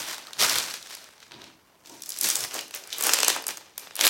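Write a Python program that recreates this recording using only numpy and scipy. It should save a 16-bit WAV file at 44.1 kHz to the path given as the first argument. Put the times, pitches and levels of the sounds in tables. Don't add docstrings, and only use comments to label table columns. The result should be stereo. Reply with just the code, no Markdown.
import sys
import numpy as np
from scipy import signal
from scipy.io import wavfile

SR = 44100
rng = np.random.default_rng(int(sys.argv[2]) if len(sys.argv) > 2 else 0)


def digitize_waveform(pressure):
    field = np.atleast_2d(pressure).T
    bounded = np.clip(field, -1, 1)
    quanta = np.round(bounded * 32767).astype(np.int16)
    wavfile.write(sys.argv[1], SR, quanta)


N = 180669

# t/s, body/dB, crackle/dB, sizzle/dB
SNAPS = [(0.0267, -35, -19, -39), (0.045, -49, -32, -40), (0.0676, -42, -35, -31), (0.0856, -45, -26, -23),
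         (0.118, -44, -31, -31), (0.1435, -45, -25, -30), (0.1807, -25, -32, -28.5), (0.269, -49, -26, -37),
         (0.3315, -38, -21, -30), (0.3403, -53, -32, -47), (0.367, -34, -33, -49), (0.39, -41, -16.5, -27),
         (0.405, -29, -9.5, -13.5), (0.4227, -35, -10, -18), (0.4329, -30, -9, -13), (0.463, -31, -11, -18),
         (0.4958, -42, -10, -12), (0.531, -31, -23, -17), (0.54, -36, -17, -18), (0.556, -28, -23, -16),
         (0.584, -36, -15, -10), (0.6, -41, -21, -26), (0.7089, -36, -17.5, -32), (0.739, -29.5, -20, -21),
         (0.7662, -50, -36, -46), (0.8261, -61, -28.5, -34), (0.8996, -35, -36, -34),
         (0.906, -30, -32, -33), (0.95, -60, -28, -24.5), (1.0413, -48, -34, -37), (1.0883, -34, -45, -46),
         (1.179, -44, -41, -52), (1.202, -50, -38, -44), (1.227, -40, -29.5, -49), (1.3096, -38, -35, -64),
         (1.318, -36, -27, -42), (1.3397, -43.5, -30, -75), (1.4166, -41, -29.5, -40),
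         (1.4404, -57, -31, -39), (1.8494, -44, -38, -62), (1.8584, -71, -32, -40.5),
         (1.8958, -48, -35, -33), (1.967, -60, -35, -51), (1.9945, -67, -36, -50),
         (2.0203, -79, -23.5, -23), (2.0346, -44, -27, -27.5), (2.0595, -77, -25.5, -27),
         (2.067, -64, -31, -34), (2.0918, -62, -28, -17.5), (2.0984, -70, -34, -28),
         (2.1033, -70, -26, -19), (2.1191, -76, -20.5, -28), (2.1289, -40, -34, -32), (2.14, -66, -22, -39),
         (2.1623, -34, -28, -29), (2.172, -50, -23, -28), (2.187, -54, -25, -18), (2.2109, -66, -19, -6),
         (2.2326, -52, -21, -11), (2.2415, -45, -11, -16), (2.2876, -18, -24, -5), (2.3007, -31, -13, -10),
         (2.3546, -35, -14, -9), (2.365, -40, -22, -18), (2.377, -24, -30, -30), (2.4054, -43, -18, -19),
         (2.438, -50, -20, -31), (2.5094, -38, -20, -44), (2.5412, -43, -26, -18), (2.59, -30, -11.5, -25),
         (2.6095, -42, -28, -23), (2.6803, -46, -41, -32), (2.7084, -33, -29, -31), (2.74, -32, -17.5, -34),
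         (2.748, -28, -60, -12.5), (2.7604, -31, -53, -21), (2.837, -61, -23, -42), (2.8734, -58, -36, -30),
         (2.9027, -46, -25, -39), (2.9269, -57, -11, -35), (2.9322, -30, -42, -21),
         (2.983, -24.5, -40, -14.5), (3.0087, -17, -20, -10.5), (3.0237, -40, -19, -9),
         (3.037, -32, -18, -8), (3.0676, -11, -30, -4), (3.092, -7.5, -6.5, -17), (3.1345, -10.5, -4.5, -5),
         (3.14, -40, -30, -10), (3.1869, -13.5, -9, -14), (3.2022, -16, -16, -11), (3.2304, -9, -1, -13.5),
         (3.2458, -18, -12, -10.5), (3.2811, -7, -11.5, -3.5), (3.3001, -8, -13, -11.5),
         (3.3622, -11, -29, -20), (3.4227, -23.5, -46, -24), (3.4396, -27, -23.5, -34),
         (3.4669, -22.5, -21.5, -14.5), (3.4812, -27, -37, -8), (3.571, -29, -27, -27),
         (3.578, -26.5, -31, -30), (3.7785, -27.5, -21, -15), (3.7947, -58, -27, -34),
         (3.8703, -29, -28, -67), (3.9079, -28, -29, -52), (3.9547, -36, -28, -18),
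         (3.9644, -36, -27.5, -20), (3.9908, -17, -16.5, -26), (4.0099, -16, -3, -9),
         (4.0372, -30, -16, -12), (4.0405, -14, -11, -16), (4.0506, -10, -6, -10), (4.057, -36, -16, -3.5),
         (4.0667, -12, -6, -4), (4.0759, -20, -8, -5)]
# full from t/s, rise/s, hold/s, fall/s, body/dB, crackle/dB, sizzle/dB
CRUMPLES = [(0.0, .01, .005, 0.052, -38.5, -36, -38), (.105, 0.17, 0.0056, 0.13, -41, -37.5, -42.5),
            (.19, 0.19, 0.095, .3, -50, -55, -59.5), (.393, 0.0085, 0.033, .05, -36, -27.5, -34.5),
            (.428, 0.04, 0.0058, 0.095, -29, -26, -27.5), (.47, 0.045, 0.11, 0.18, -34, -31, -34),
            (.736, 0.11, 0.0045, 0.089, -52, -41.5, -51.5), (.9, 0.15, 0.047, 0.11, -52.5, -47, -51.5),
            (.99, 0.088, 0.079, 0.17, -55.5, -57, -61), (1.23, .1, .01, 0.1, -59, -56, -63),
            (1.33, .05, 0.14, 0.12, -57, -52.5, -70.5), (1.87, 0.038, 0.074, 0.17, -72, -54.5, -59.5),
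            (2.1, 0.16, 0.11, 0.11, -54, -51.5, -51), (2.245, 0.046, 0.0078, 0.17, -37, -27.5, -28),
            (2.355, 0.027, .01, 0.083, -37, -42, -31.5), (2.43, 0.1, 0.016, 0.03, -39, -38, -37),
            (2.54, 0.052, 0.015, 0.099, -33.5, -35.5, -40),
            (2.751, 0.027, 0.0031, 0.054, -45.5, -39.5, -46), (2.83, 0.12, 0.018, .1, -49, -56, -60),
            (2.933, 0.052, 0.0044, 0.07, -58, -38, -56), (3.068, 0.12, 0.011, 0.097, -29, -29.5, -30),
            (3.14, 0.087, 0.097, 0.11, -37, -33.5, -43.5),
            (3.291, 0.068, 0.0033, 0.078, -31.5, -26.5, -35.5), (3.36, 0.04, 0.012, 0.051, -33.5, -40, -55),
            (3.488, 0.019, 0.0053, 0.051, -32.5, -33, -39.5), (3.6, 0.088, .03, 0.36, -56, -56.5, -70),
            (3.8, 0.07, 0.014, 0.32, -51.5, -50, -60.5), (4.0, 0.031, 0.045, 0.066, -34.5, -31, -36.5),
            (4.047, 0.05, 0.029, 0.023, -30.5, -27.5, -30.5)]
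# body/dB, crackle/dB, sizzle/dB
SETTLING_DB = [-63.5, -71, -77.5]
# f/Hz, level/dB
FOIL_SPECTRUM = [(250, -15.5), (430, 5), (800, 7.5), (1500, 10), (3000, 7), (5500, 9.5), (8000, 6.5),
                 (11000, 4), (16000, -5)]
# f/Hz, level/dB
BAG_COLOUR = [(250, 3), (900, -1), (1600, -1.5), (2800, 2), (5500, 0), (9000, -0.5), (16000, 2)]
# t/s, left minus right/dB
FILM_SIDE = [(0, 3), (.4, 0.5), (.75, 0.5), (1.2, 1.5), (1.8, 0), (2.25, -1), (2.6, -1.0), (3.0, 0.5),
             (3.3, -1), (3.5, 2.5), (3.8, 2), (4.1, 1.5)]
# t/s, lag/samples
LEFT_LAG = [(0, -2), (1.6, -2), (1.8, 6), (3.9, 6), (3.95, 3), (4.1, 3)]
# f/Hz, left minus right/dB
PORT_BALANCE = [(700, -1), (4400, 0), (8000, -1.5), (15000, 6)]
# f/Hz, share
UNSHARED = [(300, 0.029), (1500, 0.57), (5000, 0.42), (15000, 1)]
# full from t/s, rise/s, hold/s, fall/s, brushing/dB, pressing/dB
TOUCHES = [(0.0, .01, 0.003, 0.026, -35, -41.5), (.41, 0.049, .02, 0.16, -42.5, -48.5),
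           (.55, 0.044, .01, 0.079, -60, -48.5), (1.318, .015, 0.12, .12, -51, -61),
           (1.905, .05, .04, .12, -48, -66), (2.244, 0.061, 0.0072, 0.049, -38.5, -58.5),
           (2.435, 0.09, 0.0077, 0.029, -56, -51.5)]
# f/Hz, width/Hz, level/dB
BOARD_MODES = [(221.8, 19.5, -3), (273.5, 10.5, 1), (319.2, 17, 4.5), (384, 44, -2), (646, 180, -9.5),
               (960, 63, -3.5), (1380, 21, -11), (1520, 32, -22)]
# f/Hz, width/Hz, level/dB
LEG_MODES = [(79, 46, 1), (128.7, 56, 6.5)]
# low middle/dB, bass/dB
LOW_RUSTLE_DB = [-14.0, -31.0]
# f/Hz, t/s
ROOM_T60 = [(200, 0.8), (1000, 0.32), (5000, 0.38), (15000, 0.3)]
# f/Hz, level/dB
TONE_SPECTRUM = [(15, -54), (25, -15), (97, -1.5), (145, -14), (166, -3), (217, -3.5), (384, -5),
                 (607, -19), (754, 4), (1330, -25), (16000, -20)]
# f/Hz, left-right likeness
ROOM_LIKENESS = [(60, 0.5), (400, 0.76), (1500, 0.027), (3000, 0.1), (16000, 0.021)]
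COLOUR_HZ = 900, 3800, 10500
EDGES = 25 * 2 ** np.arange(0, 9.6, .5)


def film(bag_from_s=1.7, late_s=0.00068, burst_s=0.00067, onset_speed=3.0, snap_db=10, scatter_db=1.5):
    colour_db = add_db(gestures(CRUMPLES), np.array(SETTLING_DB)[:, None])
    side_db = in_time(FILM_SIDE)[0]
    small = buckles(per_s=1500, clump_db=2.5, size_db=1.0)
    small += from_db(-11) * buckles(per_s=80, clump_db=2.0, size_db=3.0)
    snap_s, *snap_colour_db = np.transpose(SNAPS)
    at, sides = (snap_s * SR).astype(int), np.array([[.5], [-.5]])
    white, out = rng.standard_normal((2, 2, N)), np.zeros((2, N))
    is_bag = np.arange(N) > bag_from_s * SR
    chance = rng.standard_normal((len(at), len(EDGES)))
    direction = np.sign(chance[:, 0])
    snap_side_db = side_db[at] + 1.5 * chance[:, 1]
    for k, (low, high) in enumerate(zip(EDGES, EDGES[1:])):
        hz = np.sqrt(low * high)
        if hz < 150:
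            continue
        shares = [np.interp(np.log(hz), np.log(COLOUR_HZ), share) for share in np.eye(3)]
        body, crackle, _ = shares
        level_db = np.dot(shares, colour_db) + 1.2 * drift(30)
        power = small * from_db(2 * (level_db + sides * side_db))
        snap = np.dot(shares, snap_colour_db) + snap_db + scatter_db * chance[:, k]
        push = np.zeros((2, N))
        if hz < 2200:
            snap -= 1.5 * max(np.log2(603 / hz), 0)
            sign = (-1) ** k * direction
            push[:, at + 30] = sign * from_db(snap + sides * snap_side_db)
        else:
            np.add.at(power, (slice(None), at), from_db(2 * (snap + sides * snap_side_db)))
        slow = np.exp(-1 / (SR * burst_s * (1 + 0.61 * crackle + 0.44 * body)))
        quick = slow ** onset_speed
        bursts = signal.lfilter([(1 - slow) * (1 - quick)], [1, -slow - quick, slow * quick], power + 1e-18)
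        bursts = np.roll(bursts, int(late_s * crackle * SR), axis=1)
        excited = push + np.sqrt(bursts) * pair(1 - at_hz(UNSHARED, hz), white[k % 2])
        film_db = at_hz(FOIL_SPECTRUM, hz) + is_bag * at_hz(BAG_COLOUR, hz)
        out += from_db(film_db + sides * at_hz(PORT_BALANCE, hz)) * band(excited, low, high)
    return out


def buckles(per_s, clump_db, size_db):
    born = rng.random(N) < per_s * from_db(clump_db * drift(25)) / SR
    power = born * from_db(2 * size_db * np.minimum(rng.exponential(1, N), 4))
    return power / power.mean()


def ports(x):
    lag = np.round(in_time(LEFT_LAG)[0]).astype(int)
    heard = np.clip(np.arange(N) - lag, 0, N - 1)
    return np.array([x[0, heard], x[1]])


def table_and_rustle():
    rustle_db = np.add.outer(LOW_RUSTLE_DB, gestures(CRUMPLES)[0])
    low_middle_db, bass_db = add_db(gestures(TOUCHES), rustle_db)
    return hum(BOARD_MODES, low_middle_db) + hum(LEG_MODES, bass_db)


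def hum(modes, level_db):
    rub = pair(0.82, rng.standard_normal((2, N))) * from_db(drift(13))
    out = 0
    for k, (hz, width_hz, mode_db) in enumerate(modes):
        r = np.exp(-np.pi * width_hz / SR)
        feedback = [1, -2 * r * np.cos(2 * np.pi * hz / SR), r * r]
        ring = signal.lfilter([(1 - r * r) / 2, 0, (r * r - 1) / 2], feedback, rub)
        out += (-1) ** k * from_db(mode_db) * ring
    return from_db(level_db) * rms_one(out)


def room(x, first_echo_s=0.0053, level_db=-10):
    t, echoes = np.arange(SR // 2 + SR // 4) / SR, 0
    for low, high in zip(EDGES, EDGES[1:]):
        hz = np.sqrt(low * high)
        noise = pair(at_hz(ROOM_LIKENESS, hz), rng.standard_normal((2, len(t))))
        echoes += band(noise, low, high) * from_db(-60 * t / at_hz(ROOM_T60, hz))
    echoes *= np.clip((t - first_echo_s) / 0.006, 0, 1)
    echoes = from_db(level_db) * rms_one(echoes) / np.sqrt(len(t))
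    return signal.fftconvolve(x[1:], echoes, axes=1)[:, :N]


def room_tone(level_db=-62):
    white, out = rng.standard_normal((2, 2, N)), 0
    for k, (low, high) in enumerate(zip(EDGES, EDGES[1:])):
        hz = np.sqrt(low * high)
        noise = pair(at_hz(ROOM_LIKENESS, hz), white[k % 2])
        out += from_db(at_hz(TONE_SPECTRUM, hz)) * band(noise, low, high)
    return from_db(level_db) * rms_one(out)


def gestures(rows, swing_db=20):
    t, power = np.arange(0, N + 40, 40) / SR, 1e-12
    for full_s, rise_s, hold_s, fall_s, *levels_db in rows:
        up = swing_db * (t - full_s) / rise_s
        down = swing_db * (full_s + hold_s - t) / fall_s
        shape_db = np.minimum(np.minimum(up, down), 0)
        power += from_db(2 * np.add.outer(levels_db, shape_db))
    return np.array(in_time(np.vstack([t, 10 * np.log10(power)]).T))


def drift(rate_hz):
    r = np.exp(-2 * np.pi * rate_hz / SR)
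    return rms_one(signal.lfilter([1], [1, -2 * r, r * r], rng.standard_normal(N + 9000))[9000:])


def pair(alike, white):
    alike = np.clip(alike, -1, 1)
    return np.sqrt(1 + alike) * white[0] + np.sqrt(1 - alike) * white[1] * [[1], [-1]]


def band(x, low, high):
    return signal.sosfilt(signal.butter(2, [low, high], "band", fs=SR, output="sos"), x)


def in_time(rows):
    times, *columns = np.transpose(rows)
    return [np.interp(np.arange(N) / SR, times, column) for column in columns]


def at_hz(points, hz):
    freqs, values = np.transpose(points)
    return np.interp(np.log(hz), np.log(freqs), values)


def from_db(db):
    return 10 ** (np.asarray(db) / 20)


def add_db(a_db, b_db):
    return 10 * np.log10(from_db(2 * a_db) + from_db(2 * b_db))


def rms_one(x):
    return x / np.sqrt(np.mean(x ** 2) + 1e-20)


def scene():
    near = ports(film()) + table_and_rustle()
    return near + room(near) + room_tone()


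def record(dry, low_cut_hz=42, high_cut_hz=16200):
    clipped = np.clip(dry, -.95, .95)
    thinned = signal.sosfilt(signal.butter(2, low_cut_hz, "high", fs=SR, output="sos"), clipped)
    return signal.sosfilt(signal.ellip(12, .5, 65, high_cut_hz, fs=SR, output="sos"), thinned)


dry = scene()
out = record(dry)
digitize_waveform(out)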